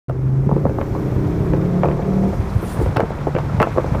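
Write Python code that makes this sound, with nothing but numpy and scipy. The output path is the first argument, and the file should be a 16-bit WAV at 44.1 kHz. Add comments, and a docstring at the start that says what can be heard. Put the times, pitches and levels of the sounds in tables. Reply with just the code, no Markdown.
"""Inside a turbocharged five-cylinder car pulling hard on a bumpy road.
The engine climbs and booms in the cabin. At 2.3 s the throttle closes, the turbo lets its air
out with a hiss, and the engine goes on lower. Bumps make the trim (the cabin's panels) knock
and thump through the floor, while the tyres rumble. A limiter holds the loudest knocks down."""
import sys
import numpy as np
from scipy import signal
from scipy.fft import rfft, irfft
from scipy.io import wavfile
from scipy.ndimage import uniform_filter1d, minimum_filter1d

SR = 44100
rng = np.random.default_rng(int(sys.argv[2]) if len(sys.argv) > 2 else 0)


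def output_pcm(signal):
    """Save a mono or channel-first signal as 16-bit PCM at the path in sys.argv[1].

    Samples are clipped to [-1, 1] before scaling.
    """
    pcm = np.clip(np.atleast_2d(signal).T, -1, 1) * 32767
    wavfile.write(sys.argv[1], SR, np.round(pcm).astype(np.int16))


N = 176400
T = np.arange(N) / SR

# The rush of tyres and air; the rattles follow it too. Each row: time in seconds, level in dB.
RUSH_LOUDNESS = [(.1, -45), (.5, -42), (1, -36.5), (1.7, -36), (2.3, -35), (2.8, -33), (3.15, -34),
                 (3.6, -33.5), (4, -32.5)]


def engine():
    """Five firings a cycle make a boom; uneven cylinders add overtones, and burning fuel growls."""
    # Engine speed. Each row: time in seconds, firings per second.
    firing_rate = [(0, 127.5), (.15, 128.7), (.35, 133.4), (.6, 143.6), (.9, 153), (1.2, 161.9),
                   (1.5, 170.8), (1.7, 177.4), (2.05, 187.5), (2.28, 193.5), (2.48, 196.2), (2.7, 181.1),
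                   (2.95, 145.7), (3.2, 143.8), (4, 145.5)]
    # The boom at the firing rate. Each row: time in seconds, level in dB.
    boom_level = [(.09, -20.5), (.15, -24.5), (.24, -16), (.36, -15.5), (.53, -21), (.67, -21.5),
                  (.75, -38), (1.1, -29.5), (1.45, -25), (1.76, -18.5), (1.98, -31), (2.12, -18),
                  (2.26, -16.5), (2.35, -32.5), (2.7, -28.5), (3.1, -31.5), (3.5, -27), (4, -36.5)]
    # How hard the engine works. Each row: time in seconds, gain of overtones and growl in dB.
    load = [(.1, -10.5), (.4, -5.5), (.85, -4.5), (1.1, -0.5), (1.5, 0.5), (2, -1), (2.26, 3), (2.38, -9),
            (3.1, -19.5), (4, -15.5)]
    # The overtones. Each row: multiple of the cycle rate, relative level in dB.
    overtones = [(3, -4), (4, 0), (6, -2.5), (7, -2), (8, -8.5), (9, 3), (10, 2), (11, 0.5), (12, -1),
                 (13, -0.5), (14, -1.5), (15, 1), (16, -23.5), (17, -4), (18, 7), (19, 6), (20, -11.5)]
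    # How the cabin passes them on. Each row: frequency in Hz, gain in dB.
    cabin = [(70, -38.5), (105, -38), (127, -21.5), (152, -27), (198, -30.5), (225, -38.5), (260, -41.5),
             (290, -31), (312, -31.5), (335, -40), (358, -34), (385, -30), (420, -34), (485, -46),
             (535, -35.5), (600, -52.5), (680, -46.5), (790, -58.5), (1000, -61), (1500, -66)]
    # The growl's tone colour. Each row: frequency in Hz, relative level in dB.
    growl_colour = [(100, -21), (240, 2), (330, 3.5), (430, -1.5), (520, -10.5), (800, -9), (1400, -24.5)]
    firing_hz = in_time(firing_rate)
    cycle_hz = firing_hz / 5
    phase = 2 * np.pi * np.cumsum(cycle_hz * (1 + .0034 * drift(13))) / SR
    firing = 5 * phase
    rasp_db = .18 * (firing_hz - 177.4)  # overtones above 470 Hz grow as the engine speeds up
    tones = np.zeros(N)
    for multiple, db in overtones + [(k, 0) for k in range(21, 37)]:
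        hz = multiple * cycle_hz
        rasp_share = np.clip((hz - 470) / cycle_hz, 0, 1)
        level = db + at_hz(cabin, hz) + rasp_share * rasp_db + 2.5 * drift(12.6)
        tones += from_db(level) * np.sin(multiple * phase + rng.uniform(0, 2 * np.pi))
    octave = from_db(12.5 + at_hz(cabin, 2 * firing_hz)) * np.sin(2 * firing)
    boom = from_db(in_time(boom_level) + drift(28)) * (np.sin(firing) + octave)
    growl = from_db(-36.5) * noise(growl_colour, flicker_db=-.5) * (1 + .35 * np.sin(firing))
    roughness = 1 + .2 * drift(45)
    return np.sqrt(2) * boom + from_db(in_time(load)) * (np.sqrt(2) * tones * roughness + growl)


def trim():
    """Loose panels knock, bounce and rattle, and plastic snaps, with a very short cabin echo."""
    # Each row: time in seconds, level in dB, pitch in Hz that rings most, crack in dB above the knock.
    knocks = [(.097, -13, 520, -18.5), (.493, -11, 380, -37), (.515, -7.5, 487, -31),
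              (.564, -8, 380.5, -24), (.654, -5, 560, -37), (.696, -14.5, 430, -17), (.786, -8.5, 427, -30),
              (.814, -11.5, 650, -7.5), (.952, -13.5, 530.4, -23), (1.536, -10, 550, -16.5),
              (1.835, -3.5, 650, -12.5), (1.845, -8.5, 700, -23), (1.857, -6, 399.2, -22),
              (1.887, -6, 470, -23), (1.915, -13, 478.3, -14.5), (1.993, -12.5, 470, -23),
              (2.334, -14, 500, -20), (2.629, -16.5, 397.6, -24), (2.802, -15.5, 446, -23),
              (2.814, -10, 360, -25), (2.862, -14, 430, -11), (2.963, -11.5, 660, -8),
              (2.971, -1.5, 701, 1), (2.981, -4.5, 660, -20), (2.997, -3.5, 514.6, -20),
              (3.005, -4, 703, -5.5), (3.036, -10.5, 398.7, -23), (3.107, -12, 550, -24),
              (3.271, -6, 477, -37), (3.352, -5, 500, -15.5), (3.365, -8, 450.5, -11),
              (3.387, -10, 720, -11.5), (3.602, -3.5, 609.6, -4.5), (3.609, -5.5, 588, -15),
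              (3.613, -9, 500, -7.5), (3.62, -3.5, 550, -10), (3.629, -4.5, 1200, 4), (3.639, -9, 602, -15),
              (3.672, -9, 627, -25), (3.763, -11, 387, -21), (3.776, -6, 479, -32), (3.783, -1, 540, -22),
              (3.845, -11.5, 442, -28), (3.95, -14.5, 620, -20)]
    # The padded panel's tones. Each row: pitch in Hz, relative level in dB, seconds to fade by 60 dB.
    panel = [(189, -6.5, 0.03), (294, -1, 0.024), (382.3, 1.5, 0.027), (470, 0, 0.024), (581, 2, .019),
             (756, -1.5, 0.016), (922, 0, 0.018), (1170, -3.5, 0.019)]
    # The tones of its hard edge, with the same columns.
    edge = [(1323, 3.5, 0.012), (1598, 3.5, 0.01), (1950, -4.5, .011), (2770, -6.5, 0.0086)]
    # Sharp plastic snaps. Each row: start in seconds, level in dB.
    snaps = [(.096, -44), (2.967, -22), (3.628, -34)]
    # Tone colours of a dry tick and a snap. Each row: frequency in Hz, relative level in dB.
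    tick_colour = [(700, 2), (1300, 18), (2800, 4), (3500, -13.5), (5200, -16.5), (9000, -49)]
    snap_colour = [(2000, 5.5), (5300, 1), (7000, -10), (15000, -15)]
    rattles_per_s, soft_crack_db, focus_db_per_octave = 24, -23, 9.5
    out, t = np.zeros(N), T[:SR // 10]
    echo = rng.standard_normal(len(t)) * from_db(-60 * t / .081) * (t > .003)
    tick_noise = noise(tick_colour, flicker_db=-6.5)
    snap_noise = noise(snap_colour, flicker_db=4.5)
    rush_db = in_time(RUSH_LOUDNESS)
    rattle_starts = rng.integers(0, N, int(rattles_per_s * N / SR))
    rattles = [(i / SR, rush_db[i] + 7, 500, soft_crack_db) for i in rattle_starts]
    # The loose panel touches again 9 to 18 ms after each knock.
    bounces = [(s + .009 * (1 + rng.random()), db - 9.5, hz, soft_crack_db) for s, db, hz, _ in knocks]
    for s, db, pitch_hz, crack_db in knocks + bounces + rattles:
        # Tones far from the knock's pitch ring less.
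        body = strike([(hz, level - focus_db_per_octave * abs(np.log2(hz / pitch_hz)), fade_s)
                       for hz, level, fade_s in panel])
        tick = from_db(-7 - 60 * t / .025) * np.roll(tick_noise, rng.integers(N))[:len(t)]
        crack = .84 * strike(edge) + tick
        add(out, s - .002028, from_db(db) * body)  # both start early to leave time to rise
        add(out, s - .001282, from_db(db + crack_db) * crack)
    for s, db in snaps:
        add(out, s, from_db(db - 60 * t / .018) * np.roll(snap_noise, rng.integers(N))[:len(t)])
    return out + from_db(-9.5) * signal.fftconvolve(out, echo / np.linalg.norm(echo))[:N]


def thumps():
    """Thumps rock the floor for a few cycles: low ones from bumps through the suspension, higher ones giving
    the trim's knocks their low body."""
    # Each row: start in seconds, peak level in dB, pitch in Hz.
    bumps = [(0.468, -7, 174), (0.522, -5, 158), (0.558, -9.5, 175), (0.635, -14.5, 92), (0.659, -10, 208),
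             (0.81, -17, 92), (0.916, -18, 60.3), (1.158, -12, 78), (1.403, -10, 99.07),
             (1.497, -15, 56.44), (2.392, -10, 87), (2.557, -6, 100.3), (2.788, -12, 127.4),
             (2.826, -12, 64.1), (2.865, -9.5, 77), (2.968, -3, 124), (3.028, -10.5, 199),
             (3.206, -16.5, 131), (3.347, -9.5, 151.2), (3.543, -5.5, 136), (3.586, -8.5, 117.2),
             (3.606, -5, 204.5), (3.775, -19, 172), (3.917, -7.5, 129.4)]
    rise_cycles = .76
    out = np.zeros(N)
    for s, db, hz in bumps:
        cycles = hz * T[:SR // 5]
        rise = cycles / rise_cycles
        swell = (rise * np.exp(1 - rise)) ** 2
        add(out, s, from_db(db) * swell * np.sin(2 * np.pi * cycles))
    return out


def road():
    """The tyres make a lumpy rumble under a higher rush of tyres and air."""
    # Tone colours of rumble and rush. Each row: frequency in Hz, relative level in dB.
    rumble_colour = [(18, -13), (30, -8), (52, -1), (90, -0.5), (140, -2), (240, -11.5), (400, -21),
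                     (600, -22), (1200, -34.5)]
    rush_colour = [(300, 4.5), (600, 1.5), (950, 2), (1350, -1.5), (1700, -7), (2300, -10), (2900, -20),
                   (3300, -18.5), (5500, -26.5), (8000, -31.5), (15000, -60)]
    # The rumble's loudness. Each row: time in seconds, level in dB.
    rumble_level = [(.1, -27.5), (.6, -26.5), (1.3, -24), (2.3, -23.5), (2.72, -25), (2.86, -20.5),
                    (3.08, -25.5), (3.3, -27), (3.58, -21.5), (3.71, -24.5), (4, -19.5)]
    rumble = from_db(in_time(rumble_level)) * noise(rumble_colour, flicker_db=1)
    rush = from_db(in_time(RUSH_LOUDNESS)) * noise(rush_colour, flicker_db=1.6)
    return rumble + rush


def turbo():
    """Air under pressure hisses and whistles, then vents with a chirp that sinks with the pressure."""
    # The turbo at work. Each row: time in seconds, hiss level in dB, whistle pitch in Hz.
    boost = [(.1, -64.5, 11600), (.45, -60, 12500), (.8, -57, 13080), (1, -55, 13150), (1.3, -55, 13660),
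             (2, -56.5, 13560), (2.33, -52, 13450), (2.5, -54, 13010), (3.1, -57, 12030), (4, -53, 12000)]
    # Loudness of the whistle and the venting air. Each row: time in seconds, level in dB.
    whistle_level = [(.1, -84), (.6, -73), (.85, -63), (1.35, -64), (1.65, -69), (2.3, -74), (2.6, -85)]
    vent_level = [(2.3, -85), (2.52, -59), (2.61, -54), (2.66, -46), (2.72, -41.5), (2.79, -51),
                  (2.82, -44), (2.89, -57), (3.05, -83)]
    # Tone colours of the hiss and the venting air. Each row: frequency in Hz, relative level in dB.
    hiss_colour = [(2000, 5), (4000, -7), (5500, 2.5), (8000, -5), (12000, -5.5), (15000, -8.5)]
    vent_colour = [(1500, -1), (2800, 8.5), (4000, 3), (6500, 0.5), (9500, 7.5), (12500, 0), (15000, 3)]
    hiss = from_db(in_time(boost)) * noise(hiss_colour, flicker_db=.9)
    whistle = from_db(in_time(whistle_level)) * breathy_tone(in_time(boost, column=2), width_hz=650)
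    chirp_at_s, sink_s, from_hz, to_hz = 2.63, .022, 12300, 9300
    age = np.maximum(T - chirp_at_s, 0)
    chirp_hz = to_hz + (from_hz - to_hz) * np.exp(-age / sink_s)
    opening = np.clip(1 + (T - chirp_at_s) / .014, 0, 1)
    chirp = opening * from_db(-45.5 - 60 * age / .7) * breathy_tone(chirp_hz, width_hz=1500)
    vent = from_db(in_time(vent_level)) * noise(vent_colour, flicker_db=1.5)
    return hiss + whistle + chirp + vent


def strike(tones):
    """Each hit lands on a new spot, so the tones ring a little differently; the peak is one."""
    hz, db, fade_s = np.transpose(tones)[:, :, None]
    strength, detune, lag = rng.standard_normal((3, len(tones), 1))
    t = np.maximum(T[:SR // 10] - .001074 * np.abs(lag), 0)  # each tone starts slightly late
    cycles = hz * np.exp(.066 * detune) * t
    fade = from_db(db + .5 * strength - 60 * t / fade_s)
    rise = 1 - np.exp(-(2 * cycles) ** 2)
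    sound = (rise * fade * np.sin(2 * np.pi * cycles) * np.sign(lag)).sum(axis=0)
    return sound / np.abs(sound).max()


def noise(colour, flicker_db):
    """Noise of a given tone colour whose octaves flicker, partly together; its average power is one."""
    hz = np.maximum(np.arange(N // 2 + 1) * SR / N, 1)
    octaves_outside = np.abs(np.log2(hz / np.clip(hz, colour[0][0], colour[-1][0])))
    spectrum = rfft(rng.standard_normal(N)) * from_db(at_hz(colour, hz) - 20 * octaves_outside)
    octave = np.clip(np.log2(hz / 30), 0, 8).astype(int)
    together = .16 * drift(12)
    return power_one(sum(irfft(spectrum * (octave == k), N) * from_db(flicker_db * (together + drift(39)))
                         for k in np.unique(octave)))


def breathy_tone(hz, width_hz):
    """A narrow band of noise around a moving pitch."""
    phase = 2 * np.pi * np.cumsum(hz) / SR
    return drift(width_hz) * np.cos(phase) + drift(width_hz) * np.sin(phase)


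def drift(rate_hz):
    """A smooth random wobble with a typical size of one."""
    pole = np.exp(-40 * np.pi * rate_hz / SR)
    steps = rng.standard_normal(N // 20 + 2002)  # one for every 20 samples, plus a run-up
    smooth = signal.lfilter([1], [1, -2 * pole, pole * pole], steps)[2000:]
    return np.interp(np.arange(N) / 20, np.arange(len(smooth)), power_one(smooth))


def from_db(db):
    """Turn decibels into a gain."""
    return 10 ** (np.asarray(db) / 20)


def power_one(x):
    """Scale to an average power of one."""
    return x / np.sqrt(np.mean(x ** 2) + 1e-20)


def in_time(rows, column=1):
    """Join a table's points to get a value at every sample."""
    rows = np.array(rows)
    return np.interp(T, rows[:, 0], rows[:, column])


def at_hz(rows, hz):
    """Read a table's level at any frequency, with octaves evenly spaced."""
    rows = np.array(rows)
    return np.interp(np.log(hz), np.log(rows[:, 0]), rows[:, 1])


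def add(out, start_s, sound):
    """Mix a sound in at a given time."""
    i = int(np.clip(start_s * SR, 0, N - 1))
    out[i:i + len(sound)] += sound[:N - i]


def scene():
    """Everything as heard from the seats."""
    return (engine() + road() + turbo() + thumps() + trim())[None]


def record(dry):
    """The microphone opens, a limiter briefly turns loud peaks down, and the highest treble is cut."""
    start_s, ceiling_db, recover_db_per_s, cutoff_hz = .0827, -2.8, 120, 15350
    x = dry[0] * np.clip((T - start_s) / .0029, 0, 1)
    over_db = np.maximum(20 * np.log10(np.abs(x) + 1e-9) - ceiling_db, 0)
    recovery = recover_db_per_s * T
    dip_db = np.maximum.accumulate(over_db + recovery) - recovery
    x = x * from_db(uniform_filter1d(minimum_filter1d(-dip_db, size=65), size=65))
    return signal.sosfilt(signal.ellip(12, .1, 80, cutoff_hz, fs=SR, output="sos"), x)[None]


dry = scene()
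out = record(dry)
output_pcm(out)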